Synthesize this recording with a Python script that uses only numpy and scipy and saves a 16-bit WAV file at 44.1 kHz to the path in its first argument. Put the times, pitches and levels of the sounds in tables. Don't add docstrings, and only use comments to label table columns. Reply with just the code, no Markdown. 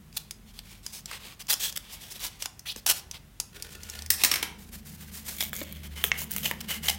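import sys
import numpy as np
from scipy import signal
from scipy.fft import rfft, irfft, next_fast_len
from scipy.io import wavfile
from scipy.ndimage import map_coordinates

SR = 44100
rng = np.random.default_rng(int(sys.argv[2]) if len(sys.argv) > 2 else 0)


def digitize_waveform(pressure):
    field = np.atleast_2d(pressure).T
    bounded = np.clip(field, -1, 1)
    quanta = np.round(bounded * 32767).astype(np.int16)
    wavfile.write(sys.argv[1], SR, quanta)


N = 307818

# start_s, end_s, level_db, body_db
SLIDES = [(0.125, 0.23, -50.5, -2), (0.45, 0.525, -53, 4), (0.53, 0.6, -50.5, 2), (0.61, 0.83, -52.5, 2.5),
          (0.82, 0.93, -45.5, -0.5), (0.91, 1.015, -40, -3), (1.06, 1.2, -41.5, 9), (1.17, 1.36, -46, 7.5),
          (1.39, 1.43, -39.5, 2.5), (1.48, 1.515, -27.5, 1), (1.78, 2.03, -48, 8),
          (1.885, 1.975, -47, -6.5), (1.96, 2.24, -44.5, 1.5), (2.1, 2.14, -38.5, -6),
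          (2.185, 2.3, -34.5, -1), (2.27, 2.41, -54.5, 7), (2.385, 2.47, -42, 0), (2.76, 2.805, -41, -3),
          (2.91, 3.02, -42, -4), (3.115, 3.19, -51.5, 9), (3.69, 3.76, -48, -1), (3.78, 4.05, -49, 1.5),
          (4.17, 4.24, -37, 1.5)]
# freq_hz, gain_db
SLIDE_TONE = [(180, -56), (300, -12.5), (678, -12.5), (885, -8.5), (1480, -12), (2170, -6), (3400, -3),
              (5900, -4.5), (6410, -6), (14200, -9), (16000, -9.5)]
def slides():
    slide = strokes(SLIDES, SLIDE_TONE, breaks_per_s=3500, spread_db=3.8, hiss=0.44, attack_share=0.56,
                    edge_db=9, judder_db=1.3, ripple_db=1.5, taper=0.43)
    catches = scattered(SLIDES, per_s=17, over_db=-1.5)
    grit = clicks(catches, TICK_TONE, rise_s=0.00026, ripple_db=10.5, ring_db=-32, ring_t60_s=0.015)
    return amp(0.63) * slide + grit


# start_s, end_s, level_db, body_db
CUTS = [(1.592, 1.71, -28, -3), (2.653, 2.732, -37, -1)]
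# centre_hz, width_hz, gain_db
RASP = [(3350, 400, 9), (4100, 440, 5)]
def sawing():
    return amp(1.4) * strokes(CUTS, SLIDE_TONE, breaks_per_s=4700, spread_db=4, hiss=0.62,
                              attack_share=0.38, edge_db=8, judder_db=-0.5, ripple_db=2.4, modes=RASP)


# time_s, level_db, body_db
TICKS = [(0.127, -45.5, 5), (0.3089, -27.5, -3), (0.5898, -31.5, 6), (0.8638, -25, -7), (1.0572, -29, 0),
         (1.4685, -41, -4), (1.5385, -17.5, -5), (1.7248, -32, -2), (2.2656, -30.5, -10),
         (2.4228, -22, 0.5), (2.4577, -23.5, 0), (2.5932, -34.5, -12), (2.7608, -31.5, 0),
         (3.1119, -28, -1.5), (3.4, -17.5, -7), (3.6233, -26.5, -8.5), (3.8329, -33, -5),
         (3.8981, -28.5, -10), (3.9899, -31.5, 6), (4.021, -31, -1), (4.0613, -31.5, -2)]
# freq_hz, gain_db
TICK_TONE = [(150, -60), (250, -17), (510, -18.5), (875, -12.5), (1220, -18), (3120, -4.5), (4050, -9.5),
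             (4900, -0.5), (7310, -7.5), (16000, -16)]
def ticks():
    return amp(-0.9) * clicks(TICKS, TICK_TONE, rise_s=0.00096, ripple_db=2.6,
                              ring_db=-9, ring_t60_s=0.048, softness=0.99)


# time_s, pitch_hz, level_db
ZIP = [(2.654, 2092, -44), (2.68, 3200, -43), (2.701, 3810, -31.5), (2.732, 4950, -54)]
def zipping(width_hz=2500):
    time_s, pitch_hz, level_db = np.transpose(ZIP)
    out, t = np.zeros(N), np.arange(time_s[0], time_s[-1], 1 / SR)
    phase = 2 * np.pi * np.cumsum(np.interp(t, time_s, pitch_hz)) / SR
    band = wobble(width_hz, len(t)) * np.sin(phase) + wobble(width_hz, len(t)) * np.cos(phase)
    swell = amp(np.interp(t, time_s, level_db)) * signal.windows.tukey(len(t), 0.1)
    add(out, time_s[0], swell * unit(band))
    return out


# start_s, end_s, level_db, body_db
RIPS = [(0.164, 0.182, -29, -2), (1.497, 1.516, -22, -1), (1.511, 1.525, -25.5, -2.5),
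        (1.524, 1.538, -22.5, -3.5), (1.756, 1.768, -33.5, 0), (1.77, 1.78, -29, -1.5),
        (2.861, 2.926, -21.5, 0), (2.894, 2.906, -20, -7), (5.404, 5.42, -26.5, 2), (6.451, 6.469, -25, 8),
        (6.604, 6.618, -36, -0.5), (6.881, 6.892, -20.5, 5), (6.891, 6.904, -22, 1.5)]
# freq_hz, gain_db
RIP_TONE = [(90, -24), (150, -15), (328, -19.5), (805, -8.5), (1080, -13), (1750, -7.5), (3400, -2.5),
            (4490, -5.5), (5400, -1), (6200, -5), (13400, -5.5), (16000, -7.5)]
# time_s, taut_share
TAUTNESS = [(1.6, 1), (2.8, 0)]
def rips():
    out = np.zeros(N)
    for start_s, end_s, level_db, body_db in RIPS:
        size = round((end_s - start_s) * SR)
        surge = amp(2.9 * wobble(347, size)) * signal.windows.tukey(size, min(1, 0.0074 * SR / size))
        drive = unit(surge * fibres(size, breaks_per_s=6000, spread_db=4.5, hiss=0.45))
        if openness(start_s):
            modes, depth = hollow(start_s), 0.7
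        else:
            modes, depth = RASP, 0.55 * np.interp(start_s, *np.transpose(TAUTNESS))
        response = impulse_response(RIP_TONE, body_db, ripple_db=2.1, modes=modes, depth=depth)
        add(out, start_s, amp(level_db) * signal.fftconvolve(drive, response))
    return amp(0.03) * out


# start_s, end_s, level_db, body_db
RUBS = [(4.578, 4.704, -51.5, 0), (4.711, 4.81, -46, -0.5), (4.844, 4.972, -45, -2.5),
        (4.965, 5.115, -47.5, 0), (5.108, 5.247, -44, -4), (5.236, 5.385, -41, -3), (5.828, 5.88, -43, 2.5),
        (5.953, 6.034, -38.5, 3.5), (6.131, 6.252, -45, 3), (6.674, 6.796, -33.5, 1.5),
        (6.816, 6.965, -35.5, -1)]
# start_s, end_s, level_db, body_db
HANDLING = [(4.7, 7.1, -50, 6.5)]
# freq_hz, gain_db
RUB_TONE = [(210, -49), (350, -7), (1140, -9), (1650, -4.5), (2940, -6), (4600, -5), (11800, -6),
            (14500, -3.5), (16000, -9.5)]
def rubbing():
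    rub = sum(strokes([row], RUB_TONE, breaks_per_s=1300, spread_db=1.5, hiss=0.62, attack_share=0.31,
                      edge_db=8, judder_db=1.5, ripple_db=-0.05,
                      modes=hollow(row[0]), depth=openness(row[0])) for row in RUBS)
    shifting = strokes(HANDLING, RUB_TONE, breaks_per_s=260, spread_db=3, hiss=0.83, attack_share=0.77,
                       edge_db=13, judder_db=3.5, ripple_db=-1, modes=hollow(HANDLING[0][1]), depth=0.48)
    return amp(0.87) * rub + shifting


# start_s, end_s, level_db, body_db
TEARS = [(5.362, 5.5, -33, -1.5), (5.531, 5.643, -33, 0), (5.641, 5.809, -47, 5.5),
         (6.024, 6.107, -38.5, -9), (6.173, 6.243, -31.5, -6.5), (6.3, 6.434, -35, -4.5),
         (6.425, 6.512, -29.5, 2.5)]
# freq_hz, gain_db
TEAR_TONE = [(210, -35), (350, -8), (530, -6), (990, -15.5), (2200, 0.5), (3980, -2.5), (7080, -2.5),
             (9290, -6), (13600, 2), (16000, 1.5)]
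# time_s, level_db, body_db
SNAPS = [(5.4259, -15, -0.5), (5.4362, -20, -7), (5.4685, -36, -11), (5.5312, -19.5, 5), (5.5533, -27, -10),
         (5.5643, -21.5, -7.5), (5.7252, -27.5, 2), (6.04, -7.5, 6), (6.0469, -15, -12), (6.054, -22, -8),
         (6.2182, -24, 2), (6.2417, -25.5, -4), (6.31, -21, -5), (6.3165, -17, -10), (6.337, -23, -10),
         (6.3636, -12, -0.5), (6.3827, -19, 0.5), (6.512, -14.5, 11.5), (6.8406, -26, 7),
         (6.8694, -21.5, 4)]
# freq_hz, gain_db
SNAP_TONE = [(100, -38), (400, -6.5), (1000, -7.5), (2400, -5), (4500, -11.5), (7000, -5.5), (10000, -6),
             (14000, -1.5), (16000, 1.5)]
def tearing():
    tear = sum(strokes([row], TEAR_TONE, breaks_per_s=520, spread_db=3.3, hiss=0.43, attack_share=0.48,
                       edge_db=7, judder_db=1.5, ripple_db=2.2, modes=hollow(row[0]), depth=0.53)
               for row in TEARS)
    snaps = sum(clicks([row], SNAP_TONE, rise_s=0.0004, ripple_db=4.5, ring_db=-14, ring_t60_s=0.039,
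                       modes=hollow(row[0]), depth=0.52) for row in SNAPS)
    small_snaps = scattered(TEARS, per_s=42, over_db=4)
    crackle = clicks(small_snaps, SNAP_TONE, rise_s=0.00017, ripple_db=4, ring_db=-28, ring_t60_s=0.015)
    return amp(0.2) * tear + amp(0.1) * snaps + crackle


# time_s, open_share
OPENING = [(5.0, 0), (6.1, 1)]
def openness(time_s):
    return np.interp(time_s, *np.transpose(OPENING))


# shut_hz, open_hz, width_hz, gain_db
HOLLOW = [(2270, 2120, 240, 9), (3620, 2955, 380, 14)]
def hollow(time_s):
    return [(shut_hz + (open_hz - shut_hz) * openness(time_s), width_hz, gain_db)
            for shut_hz, open_hz, width_hz, gain_db in HOLLOW]


# time_s, level_db, centre_hz
POPS = [(1.112, -32.5, 1550), (2.4558, -34.5, 1120), (2.759, -39.5, 322), (5.6142, -29, 490),
        (6.0405, -31.5, 620)]
# centre_ratio, gain_db
POP_TONE = [(.2, -31), (.65, 0.5), (1.25, 3), (2, -10.5), (6, -12.5), (30, -52)]
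def pops():
    out = np.zeros(N)
    for time_s, level_db, centre_hz in POPS:
        tone = [(centre_hz * ratio, gain_db) for ratio, gain_db in POP_TONE]
        out += clicks([(time_s, level_db, 0)], tone, rise_s=0.0018, ripple_db=4,
                      ring_db=-35, ring_t60_s=0.018)
    return out


# freq_hz, gain_db, t60_s
WALL_MODES = [(1280, -16, 0.0094), (2000, -3.5, 0.012), (2174, 0.5, 0.017), (2650, -0.5, 0.011),
              (5600, -2.5, 0.0035), (6170, -11, 0.0097)]
def buckle(time_s=6.1172, gain_db=-10):
    out, t = np.zeros(N), np.arange(SR // 10) / SR
    ring = sum(amp(db - 60 * t / t60_s) * np.sin(2 * np.pi * hz * t) for hz, db, t60_s in WALL_MODES)
    attack = 1 - np.exp(-t / 0.00016)
    add(out, time_s, amp(gain_db) * ring * attack)
    return out


# start_s, end_s, level_db, body_db
DRAGS = [(3.5, 4.1, -52, 2.5)]
# centre_hz, width_hz, gain_db
DESK_MODES = [(450, 210, 14), (1456, 91, 15.5), (1780, 180, 13.5), (2530, 310, 4.5)]
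def hand_drag():
    return strokes(DRAGS, SLIDE_TONE, breaks_per_s=2600, spread_db=15, hiss=0.69, attack_share=0.86,
                   edge_db=7, judder_db=6, ripple_db=0.5, modes=DESK_MODES)


# time_s, level_db
KNIFE_HITS = [(4.1025, -11), (4.1367, -26.5), (4.2355, -10), (4.2466, -11.5), (4.3139, -14.5),
              (4.3379, -19), (4.3569, -22), (4.4268, -20)]
# freq_hz, gain_db
KNIFE_TONE = [(88, -19), (160, -15), (300, -8), (566, -15), (830, -10.5), (1250, -9.5), (1830, -3),
              (5150, -4), (11000, -5.5), (16000, -4.5)]
# centre_hz, width_hz, gain_db
KNIFE_MODES = [(2380, 600, 2), (5230, 750, 4.5), (8750, 800, 5.5)]
def knife_clatter(first_body_db=-6.5, body_db_per_s=45.5):
    contacts = [(time_s, level_db, first_body_db + body_db_per_s * (time_s - KNIFE_HITS[0][0]))
                for time_s, level_db in KNIFE_HITS]
    return clicks(contacts, KNIFE_TONE, rise_s=0.0021, ripple_db=2, ring_db=-7.5, ring_t60_s=0.092,
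                  softness=1.6, modes=KNIFE_MODES)


# freq_hz, t60_s
ROOM_T60 = [(300, 0.96), (1000, 0.46), (5000, 0.3346), (15000, 0.22)]
# freq_hz, gain_db
ROOM_TONE = [(200, -5.5), (1000, 3), (2500, -2.5), (5500, -1.5), (9000, -2), (16000, -1)]
def room(x, spans=28, delay_s=0.005):
    out = np.zeros(N)
    for span in np.array_split(np.arange(N), spans):
        hz, t, noise = signal.stft(rng.standard_normal(SR // 2), SR, nperseg=256)
        decay = amp(along(ROOM_TONE, hz)[:, None] - 60 * t / along(ROOM_T60, hz)[:, None])
        tail = signal.istft(noise * decay, SR, nperseg=256)[1]
        add(out, span[0] / SR + delay_s, signal.fftconvolve(x[span], tail / np.linalg.norm(tail)))
    return out


# time_s, tone_db, boom_db
DRONE = [(0.0, -59, -52.5), (0.13, -65.5, -56.5), (2.59, -69, -62.5), (3.13, -53, -57), (3.32, -68, -61.5),
         (4.06, -44, -54.5), (4.28, -54, -50.5), (5.64, -49, -47), (5.93, -41, -47.5), (6.36, -50.5, -43),
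         (6.78, -49, -44.5), (6.98, -42, -48)]
# freq_hz, gain_db
FLOOR_TONE = [(24, -32), (34, -13), (44, 6), (65, -9), (100, -4.5), (190, -11), (280, -18.5), (500, -25.5),
              (3100, -29), (4500, -33.5), (16000, -35)]
def background(pitch_hz=74.4, waver_share=0.0384):
    time_s, *contours = np.transpose(DRONE)
    tone_db, boom_db = [np.interp(np.arange(N) / SR, time_s, contour) for contour in contours]
    phase = 2 * np.pi * np.cumsum(pitch_hz * (1 + waver_share * wobble(15, N))) / SR
    tone = amp(tone_db - 0.5 + 1.2 * wobble(14, N)) * np.sqrt(2) * np.sin(phase)
    # freq_hz, gain_db
    boom_tone = [(110, -51), (150, -0.5), (175, -12), (193, -3.5), (220, -5.5), (260, -22), (400, -25.5)]
    boom = unit(filtered(rng.standard_normal(N), lambda hz: amp(along(boom_tone, hz)) * (hz < 500)))
    floor = unit(filtered(rng.standard_normal(N), lambda hz: amp(along(FLOOR_TONE, hz))))
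    return tone + amp(boom_db - 2) * boom + amp(-54) * floor


def strokes(rows, tone, breaks_per_s, spread_db, hiss, attack_share, edge_db, judder_db, ripple_db,
            modes=(), depth=1, taper=0.22):
    out = np.zeros(N)
    for start_s, end_s, level_db, body_db in rows:
        size = round((end_s - start_s) * SR)
        arch_db = np.interp(np.linspace(0, 1, size), [0, attack_share, 1], [-edge_db, 0, -edge_db])
        grip_db = judder_db * wobble(130, size) + 2.54 * wobble(33.89, size)
        swell = amp(arch_db + grip_db) * signal.windows.tukey(size, taper)
        drive = fibres(size, breaks_per_s, spread_db, hiss) * swell
        response = impulse_response(tone, body_db, ripple_db, modes, depth)
        add(out, start_s, amp(level_db) * signal.fftconvolve(drive, response))
    return out


def fibres(size, breaks_per_s, spread_db, hiss):
    breaks = (rng.random(size) < breaks_per_s / SR) * rng.choice([-1, 1], size)
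    strength = amp(spread_db * np.minimum(rng.exponential(size=size), 3))
    return np.sqrt(1 - hiss) * unit(breaks * strength) + np.sqrt(hiss) * rng.standard_normal(size)


def clicks(rows, tone, rise_s, ripple_db, ring_db, ring_t60_s, softness=1, modes=(), depth=1):
    out, t = np.zeros(N), np.arange(SR // 8) / SR
    rise = t / rise_s
    crack = (rise * np.exp(1 - rise)) ** softness
    ring = amp(ring_db - 60 * t / ring_t60_s) * (1 - np.exp(-rise)) ** softness
    for time_s, level_db, body_db in rows:
        for shape, ripple in [(crack, ripple_db), (ring, 0)]:
            drive = shape * rng.standard_normal(len(t))
            burst = signal.fftconvolve(drive, impulse_response(tone, body_db, ripple, modes, depth))
            add(out, time_s, amp(level_db) * burst * np.linalg.norm(shape) / np.linalg.norm(burst))
    return out


def scattered(rows, per_s, over_db, spread_db=2):
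    return [(start_s + (end_s - start_s) * when, level_db + over_db + spread_db * (2 * force - 1), body_db)
            for start_s, end_s, level_db, body_db in rows
            for when, force in rng.random((round(per_s * (end_s - start_s)), 2))]


def impulse_response(tone, body_db, ripple_db, modes, depth, size=1024):
    hz = np.fft.rfftfreq(size, 1 / SR)
    db = along(tone, hz) + body_db * along([(3400, 1), (5800, 0.039)], hz)
    db += depth * sum(gain / (1 + (2 * (hz - centre) / width) ** 2) for centre, width, gain in modes)
    db += ripple_db * map_coordinates(rng.standard_normal(size), [np.sqrt(hz) / 3])
    cepstrum = irfft(np.log(amp(np.maximum(db, -70))))
    cepstrum[1:size // 2] *= 2
    cepstrum[size // 2 + 1:] = 0
    response = irfft(np.exp(rfft(cepstrum)))
    return response / np.linalg.norm(response)


def amp(db):
    return 10 ** (np.asarray(db) / 20)


def unit(x):
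    return x / np.sqrt(np.mean(x ** 2) + 1e-20)


def along(points, hz):
    freq_hz, values = np.transpose(points)
    return np.interp(np.log(hz + 1), np.log(freq_hz + 1), values)


def wobble(knots_per_s, size):
    knots = rng.standard_normal(int(size * knots_per_s / SR) + 4)
    return map_coordinates(knots, [np.arange(size) * knots_per_s / SR + 1])


def filtered(x, response):
    size = next_fast_len(len(x) + 8192)
    return irfft(rfft(x, size) * response(np.fft.rfftfreq(size, 1 / SR)), size)[:len(x)]


def add(track, start_s, x):
    part = track[round(start_s * SR):][:len(x)]
    part += x[:len(part)]


def scene():
    blade = slides() + sawing() + ticks() + zipping()
    envelope = blade + rips() + rubbing() + tearing() + pops() + buckle()
    desk = hand_drag() + knife_clatter()
    reverb = room(amp(-13.5) * envelope + amp(-6.5) * desk)
    return (envelope + desk + reverb + background())[None]


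TOP_HZ = 16000
def record(dry):
    return np.array([filtered(channel, lambda hz: hz < TOP_HZ) for channel in dry])


dry = scene()
out = record(dry)
digitize_waveform(out)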